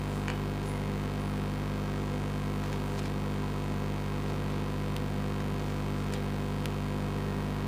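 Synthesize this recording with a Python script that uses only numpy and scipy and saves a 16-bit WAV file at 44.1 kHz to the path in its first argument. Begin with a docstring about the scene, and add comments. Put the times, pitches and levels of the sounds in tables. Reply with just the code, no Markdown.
"""A quiet room, phone microphone close to wooden craft sticks being laid on a paper picture.
Throughout, mains switching edges buzz and spit in the microphone lead, over a fan and preamp hiss.
A stick slides and knocks twice at the start; faint, thin rings follow. From 2.6 s come lighter taps
and short rubs of wood on paper. Static clicks at 5.0 and 6.7 s, and two faint tones fade at the end."""
import sys
import numpy as np
from scipy import signal
from scipy.fft import rfft, irfft, next_fast_len
from scipy.io import wavfile
from scipy.ndimage import uniform_filter1d

SR = 44100
rng = np.random.default_rng(int(sys.argv[2]) if len(sys.argv) > 2 else 0)


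def dump_mix(stems):
    """Bounce the given channels to the path in sys.argv[1] as a 16-bit WAV at rate SR."""
    frames = np.atleast_2d(stems).T  # one column per channel
    limited = np.clip(frames, -1, 1)  # hard clip at full scale
    pcm = np.round(limited * 32767).astype(np.int16)
    wavfile.write(sys.argv[1], SR, pcm)


N = 338247
MAINS_HZ, TOP_HZ = 49.948, 15500
KNOCK_HZ = 2200  # crack pitch of a full knock; glancing touches are higher

# switching edges in one mains cycle: time_ms, spike_height, spike_corner_hz, rebound_height, needle_height
EDGES = [(.23, .00041, 3200, -.0158, .019), (3.33, .0001, 4800, .0026, .006),
         (8.55, -.00054, 3400, .0195, .002), (10.24, 0, 3400, 0, -.016), (13.3, .0001, 6200, .0005, -.009),
         (16.88, -.00066, 3750, .0164, .008)]
# spectrum of the interference's treble: frequency_hz, gain_db
TREBLE_COLOUR = [(1000, -28), (3500, -37), (6000, 1), (10000, 0.5), (14000, -5.5), (15100, 3),
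                 (15600, -0.5)]
# sliding strokes of sticks and fingers: middle_s, length_s, level_db, centre_hz
STROKES = [(0.148, 0.13, -58.5, 7500), (.678, 0.07, -59, 7200), (2.71, 0.14, -58, 4400),
           (2.931, 0.11, -59.5, 7000), (2.987, 0.02, -48, 4400), (3.054, .04, -52, 4160),
           (4.297, 0.055, -45, 510), (4.3, 0.075, -57, 3960), (4.555, .11, -56, 2900),
           (5.69, .14, -59.5, 4970), (5.998, .08, -61, 6000), (6.158, 0.04, -52, 3200)]


def amp(db):
    """Decibels to gain."""
    return 10 ** (np.asarray(db) / 20)


def unit(x):
    """Scaled to rms 1."""
    return x / np.sqrt(np.mean(x ** 2) + 1e-20)


def along(points, hz):
    """(frequency_hz, value) points read on a log axis."""
    point_hz, values = np.transpose(points)
    return np.interp(np.log(hz + 1), np.log(point_hz + 1), values)


def filtered(x, response):
    """x through a frequency response."""
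    size = next_fast_len(len(x) + 8192)
    return irfft(rfft(x, size) * response(np.fft.rfftfreq(size, 1 / SR)), size)[:len(x)]


def noise(spectrum):
    """Noise of rms 1 with the given colour."""
    return unit(filtered(rng.standard_normal(N), lambda hz: amp(along(spectrum, hz))))


def band(size, centre_hz, width_hz):
    """Noise of rms 1 in one resonance."""
    hz = np.fft.rfftfreq(size, 1 / SR)
    detune = (hz ** 2 - centre_hz ** 2) / (hz * width_hz + 1e-9)
    return unit(irfft(rfft(rng.standard_normal(size)) / (1 + detune ** 2), size))


def fading(hz, width_hz, db, t60_s, rise_s=0.016):
    """A fuzzy tone that swells quickly and fades."""
    t = np.arange(SR) / SR
    return amp(db - 60 * t / t60_s) * (1 - np.exp(-t / rise_s)) * band(len(t), hz, width_hz)


def add(track, start_s, sound):
    """Mix a sound into the track."""
    part = track[max(round(start_s * SR), 0):][:len(sound)]
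    part += sound[:len(part)]


def mains_buzz(buzz_db=-1.42, rebound_hz=203, coupling_hz=86, ripple=0.39):
    """Interference in the lead: each switching edge is a sharp spike and a slow rebound, every cycle."""
    # partials of the low hum: mains_multiple, rms_db
    hum_partials = [(1, -41.1), (2, -39), (3, -38), (4, -40.8), (5, -43.5), (6, -53.5), (7, -50.5),
                    (8, -49.5), (9, -54), (10, -50.3), (17, -57.5), (19, -57.5)]
    # wiry overtones that stand out of the buzz: mains_multiple
    overtones = [*range(14, 50, 6), *range(50, 99, 12), *range(51, 88, 12)]
    comb_db, comb_db_per_octave = -53.8, -5.5
    hz = MAINS_HZ * np.arange(1, int(TOP_HZ / MAINS_HZ) + 1)
    lag = lambda corner_hz: (1 + 1j * hz / corner_hz) ** -3
    delay = lambda ms: np.exp(-2j * np.pi * hz * ms / 1000)
    spikes = sum(delay(ms) * height * lag(corner) for ms, height, corner, _, _ in EDGES)
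    rebounds = sum(delay(ms) * height for ms, _, _, height, _ in EDGES) * lag(rebound_hz)
    fine_ripple = ripple * uniform_filter1d(abs(spikes), size=15) * np.exp(2j * np.pi * rng.random(len(hz)))
    bass_cut = 1j * hz / (1j * hz + coupling_hz)  # the input's coupling capacitor
    harmonics = amp(buzz_db) * (spikes + rebounds + fine_ripple) * bass_cut
    # hum and comb keep their phases but take their own levels
    comb = [(k, comb_db + comb_db_per_octave * np.log2(k / overtones[0])) for k in overtones]
    multiple, db = np.transpose(hum_partials + comb)
    index = np.round(multiple).astype(int) - 1
    harmonics[index] *= np.sqrt(2) * amp(db) / abs(harmonics[index])
    size = 8192
    cycle = irfft(np.r_[0, harmonics], size) * size / 2
    return np.interp(np.arange(N) / SR * MAINS_HZ, np.arange(size) / size, cycle, period=1)


def mains_spit(spit_db=-2.3, jitter_ms=0.0058, wander_ms=0.031, scatter_db=2):
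    """Needle pulses at the switching edges; their timing trembles, which blurs the highest overtones."""
    cycle_starts = np.arange(0, N / SR, 1 / MAINS_HZ)[:, None]
    edge_ms, *_, needle_height = np.transpose(EDGES)
    shape = len(cycle_starts), len(EDGES)
    wander = unit(uniform_filter1d(rng.standard_normal(cycle_starts.shape), size=60, axis=0))
    ms = edge_ms + jitter_ms * rng.standard_normal(shape) + wander_ms * wander
    position = ((cycle_starts + ms / 1000) * SR)[..., None]
    height = (needle_height * amp(spit_db + scatter_db * rng.standard_normal(shape)))[..., None]
    # a windowed sinc places each needle between samples
    index = position.astype(int) + np.arange(-7, 9)
    needles = height * np.sinc(index - position) * np.sinc((index - position) / 8)
    train = np.bincount(abs(index).ravel(), needles.ravel(), N)[:N]
    return filtered(train, lambda hz: amp(along(TREBLE_COLOUR, hz)))


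def mains_sizzle(sizzle_db=-65.0, crest_db=-57, rise_ms=1.0, locked_share=0.74, rest_ms=(3.6, 8.3)):
    """Bright noise that builds towards each half cycle's first edge; much of it repeats with the mains."""
    cycle_ms = 1000 / MAINS_HZ
    ms = np.arange(N) / SR * 1000 % cycle_ms
    to_edge_ms = (EDGES[0][0] - ms) % (cycle_ms / 2)
    swell = np.exp(-(to_edge_ms / rise_ms) ** 2)
    active = (ms < rest_ms[0]) | (ms > rest_ms[1])
    repeating = np.resize(noise(TREBLE_COLOUR)[:round(SR / MAINS_HZ)], N)
    grain = np.sqrt(locked_share) * repeating + np.sqrt(1 - locked_share) * noise(TREBLE_COLOUR)
    return (amp(sizzle_db) * active + amp(crest_db) * swell) * grain


def fan(rush_db=-42.0, waver_hz=5):
    """A fan in the room: a soft rush of air with a few unsteady low tones."""
    # spectrum of the rush: frequency_hz, gain_db
    rush_colour = [(20, -13), (60, -10), (120, -3.5), (200, 0.5), (480, -1.5), (640, -9), (850, -7.5),
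                   (1050, -4), (1400, -12), (2000, -16.5), (3000, -21.5), (4100, -25), (5200, -29.5),
                   (12000, -43.5)]
    # the fan's drone: pitch_hz, rms_db
    tones = [(185, -55), (198, -53.5), (258, -57.5), (396, -56), (493, -57.5)]
    return amp(rush_db) * noise(rush_colour) + sum(amp(db) * band(N, hz, waver_hz) for hz, db in tones)


def preamp(hiss_db=-63.5, whine_db=-79, whine_hz=13561):
    """The microphone preamplifier's steady hiss and thin whine."""
    # spectrum of the hiss: frequency_hz, gain_db
    hiss_colour = [(500, -8), (3000, -8), (8000, -2), (13000, -4), (14400, -5), (15100, -3), (15600, 2)]
    return amp(hiss_db) * noise(hiss_colour) + amp(whine_db) * band(N, whine_hz, width_hz=30)


def rubs(grain_db=3, relative_width=0.72):
    """Short, grainy swells of wood sliding on paper."""
    out, t = np.zeros(N), np.arange(-SR // 4, SR // 4) / SR
    for middle_s, length_s, db, hz in STROKES:
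        grain = amp(grain_db * unit(uniform_filter1d(rng.standard_normal(len(t)), size=90)))
        friction = unit(grain * band(len(t), hz, relative_width * hz))
        swell = amp(db) * np.exp(-2 * (t / length_s) ** 2)
        in_scene = t > -middle_s
        add(out, middle_s + t[in_scene][0], (swell * friction)[in_scene])
    return out


def stick_touch(peak_db, hz, crack_t60_s=0.013, relative_width=1.4, soft_hz=10000):
    """A short, dry crack; the fuller the knock, the more it rings the stick's damped modes."""
    # modes of a stick lying on paper: pitch_hz, level_db, t60_s
    modes = [(1100, 6, 0.012), (1590, -3, .014), (1830, 16, 0.0095), (2390, 18, 0.0082), (2840, 4.5, 0.027),
             (3060, -25, .16), (4300, 1, 0.011), (6500, 3, 0.0077), (7500, -2, 0.0099)]
    knock_ring_db, ring_db_per_octave = -1.5, -11.5
    t = np.arange(SR // 6) / SR
    ring_db = knock_ring_db + ring_db_per_octave * abs(np.log2(hz / KNOCK_HZ))
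    ring = sum(amp(db + rng.normal(0, 0.97) - 60 * t / t60_s) * np.sin(2 * np.pi * mode_hz * t)
               for mode_hz, db, t60_s in modes)
    crack = amp(-60 * t / crack_t60_s) * band(len(t), hz, relative_width * hz)
    # wood on paper is too soft a contact for the top octave
    lowpass = signal.butter(2, soft_hz, fs=SR, output="sos")
    tap = signal.sosfilt(lowpass, crack + amp(ring_db) * ring)
    return -amp(peak_db) * tap / abs(tap).max()


def catches(per_stroke=2, scatter=0.5):
    """A sliding stick catches: tiny ticks at random moments around each stroke's middle."""
    out = np.zeros(N)
    for middle_s, length_s, _, _ in STROKES:
        for offset in rng.standard_normal(per_stroke):
            add(out, middle_s + scatter * length_s * offset, stick_touch(peak_db=-38, hz=5000))
    return out


def taps(after_ring_hz=2800, after_ring_db=-29, pitch_follow=0.31):
    """Each stick set down cracks, followed by a brief, fuzzy after-ring, higher after a higher crack."""
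    # sticks touching: start_s, peak_db, pitch_hz
    touches = [(0.2823, -17.5, 2100), (0.3012, -18, 2300), (2.638, -29, 4000), (2.729, -24, 4200),
               (2.992, -26.5, 4800), (3.057, -28, 3970), (4.481, -34, 2200), (5.405, -28, 3300),
               (5.596, -30, 4600), (6.1248, -29, 5200), (6.137, -22.5, 5440)]
    out = np.zeros(N)
    for start_s, db, hz in touches:
        add(out, start_s, stick_touch(db, hz))
        ring_hz = after_ring_hz * (hz / KNOCK_HZ) ** pitch_follow
        add(out, start_s, fading(ring_hz, width_hz=900, db=db + after_ring_db, t60_s=0.32))
    return out


def room(x):
    """A small room's tail, shorter in the treble."""
    # the room's decay: frequency_hz, t60_s
    decay = [(300, 0.22), (2800, 0.16), (6000, 0.073), (14000, 0.096)]
    hz, t, spectra = signal.stft(rng.standard_normal(SR // 2), SR, nperseg=256)
    tail = signal.istft(spectra * amp(-60 * t / along(decay, hz)[:, None]), SR, nperseg=256)[1]
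    return signal.fftconvolve(x, tail / np.linalg.norm(tail))[:N]


def faint_rings(ping_width_hz=110):
    """Two thin, high pings and three lower tones, each fading away."""
    # high pings: start_s, level_db, t60_s
    pings = [(.655, -52, 0.49), (1.19, -61, .75)]
    # the two partials of every ping: pitch_hz, gain_db
    ping_partials = [(9900, -3.5), (10310, -1.5)]
    # lower tones: start_s, pitch_hz, width_hz, level_db, t60_s
    tones = [(.67, 2050, 170, -51, 1.4), (7.16, 1850, 40, -50.5, 1.6), (7.2, 400, 12, -41, 1.1)]
    out = np.zeros(N)
    for start_s, db, t60_s in pings:
        for hz, gain_db in ping_partials:
            add(out, start_s, fading(hz, ping_width_hz, db + gain_db, t60_s))
    for start_s, hz, width_hz, db, t60_s in tones:
        add(out, start_s, fading(hz, width_hz, db, t60_s))
    return out


def static_clicks(swing_decay_s=0.00024, snap_decay_s=0.00006):
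    """Static discharges: a bright snap on one dry swing down and up."""
    # discharges: start_s, swing_peak_db, swing_hz, snap_peak_db, snap_hz
    discharges = [(4.9655, -19.5, 2930, -26, 10300), (6.6575, -16.5, 2790, -21, 10000)]
    out, t = np.zeros(N), np.arange(SR // 200) / SR
    for start_s, swing_db, swing_hz, snap_db, snap_hz in discharges:
        swing = np.exp(-t / swing_decay_s) * np.sin(2 * np.pi * swing_hz * t)
        snap = np.exp(-t / snap_decay_s) * np.cos(2 * np.pi * snap_hz * t)
        add(out, start_s, -amp(swing_db) * swing / abs(swing).max() + amp(snap_db) * snap)
    return out


def scene(room_db=-7):
    """Sticks close to the microphone and a fan in the room, under the electrical noise; mono."""
    sticks = taps() + catches()
    handling = sticks + amp(room_db) * room(sticks) + rubs()
    electrical = mains_buzz() + mains_spit() + mains_sizzle() + preamp() + static_clicks()
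    return (electrical + fan() + handling + faint_rings())[None]


def record(dry):
    """The phone keeps nothing above its band limit."""
    return np.array([filtered(channel, lambda hz: hz < TOP_HZ) for channel in dry])


dry = scene()
out = record(dry)
dump_mix(out)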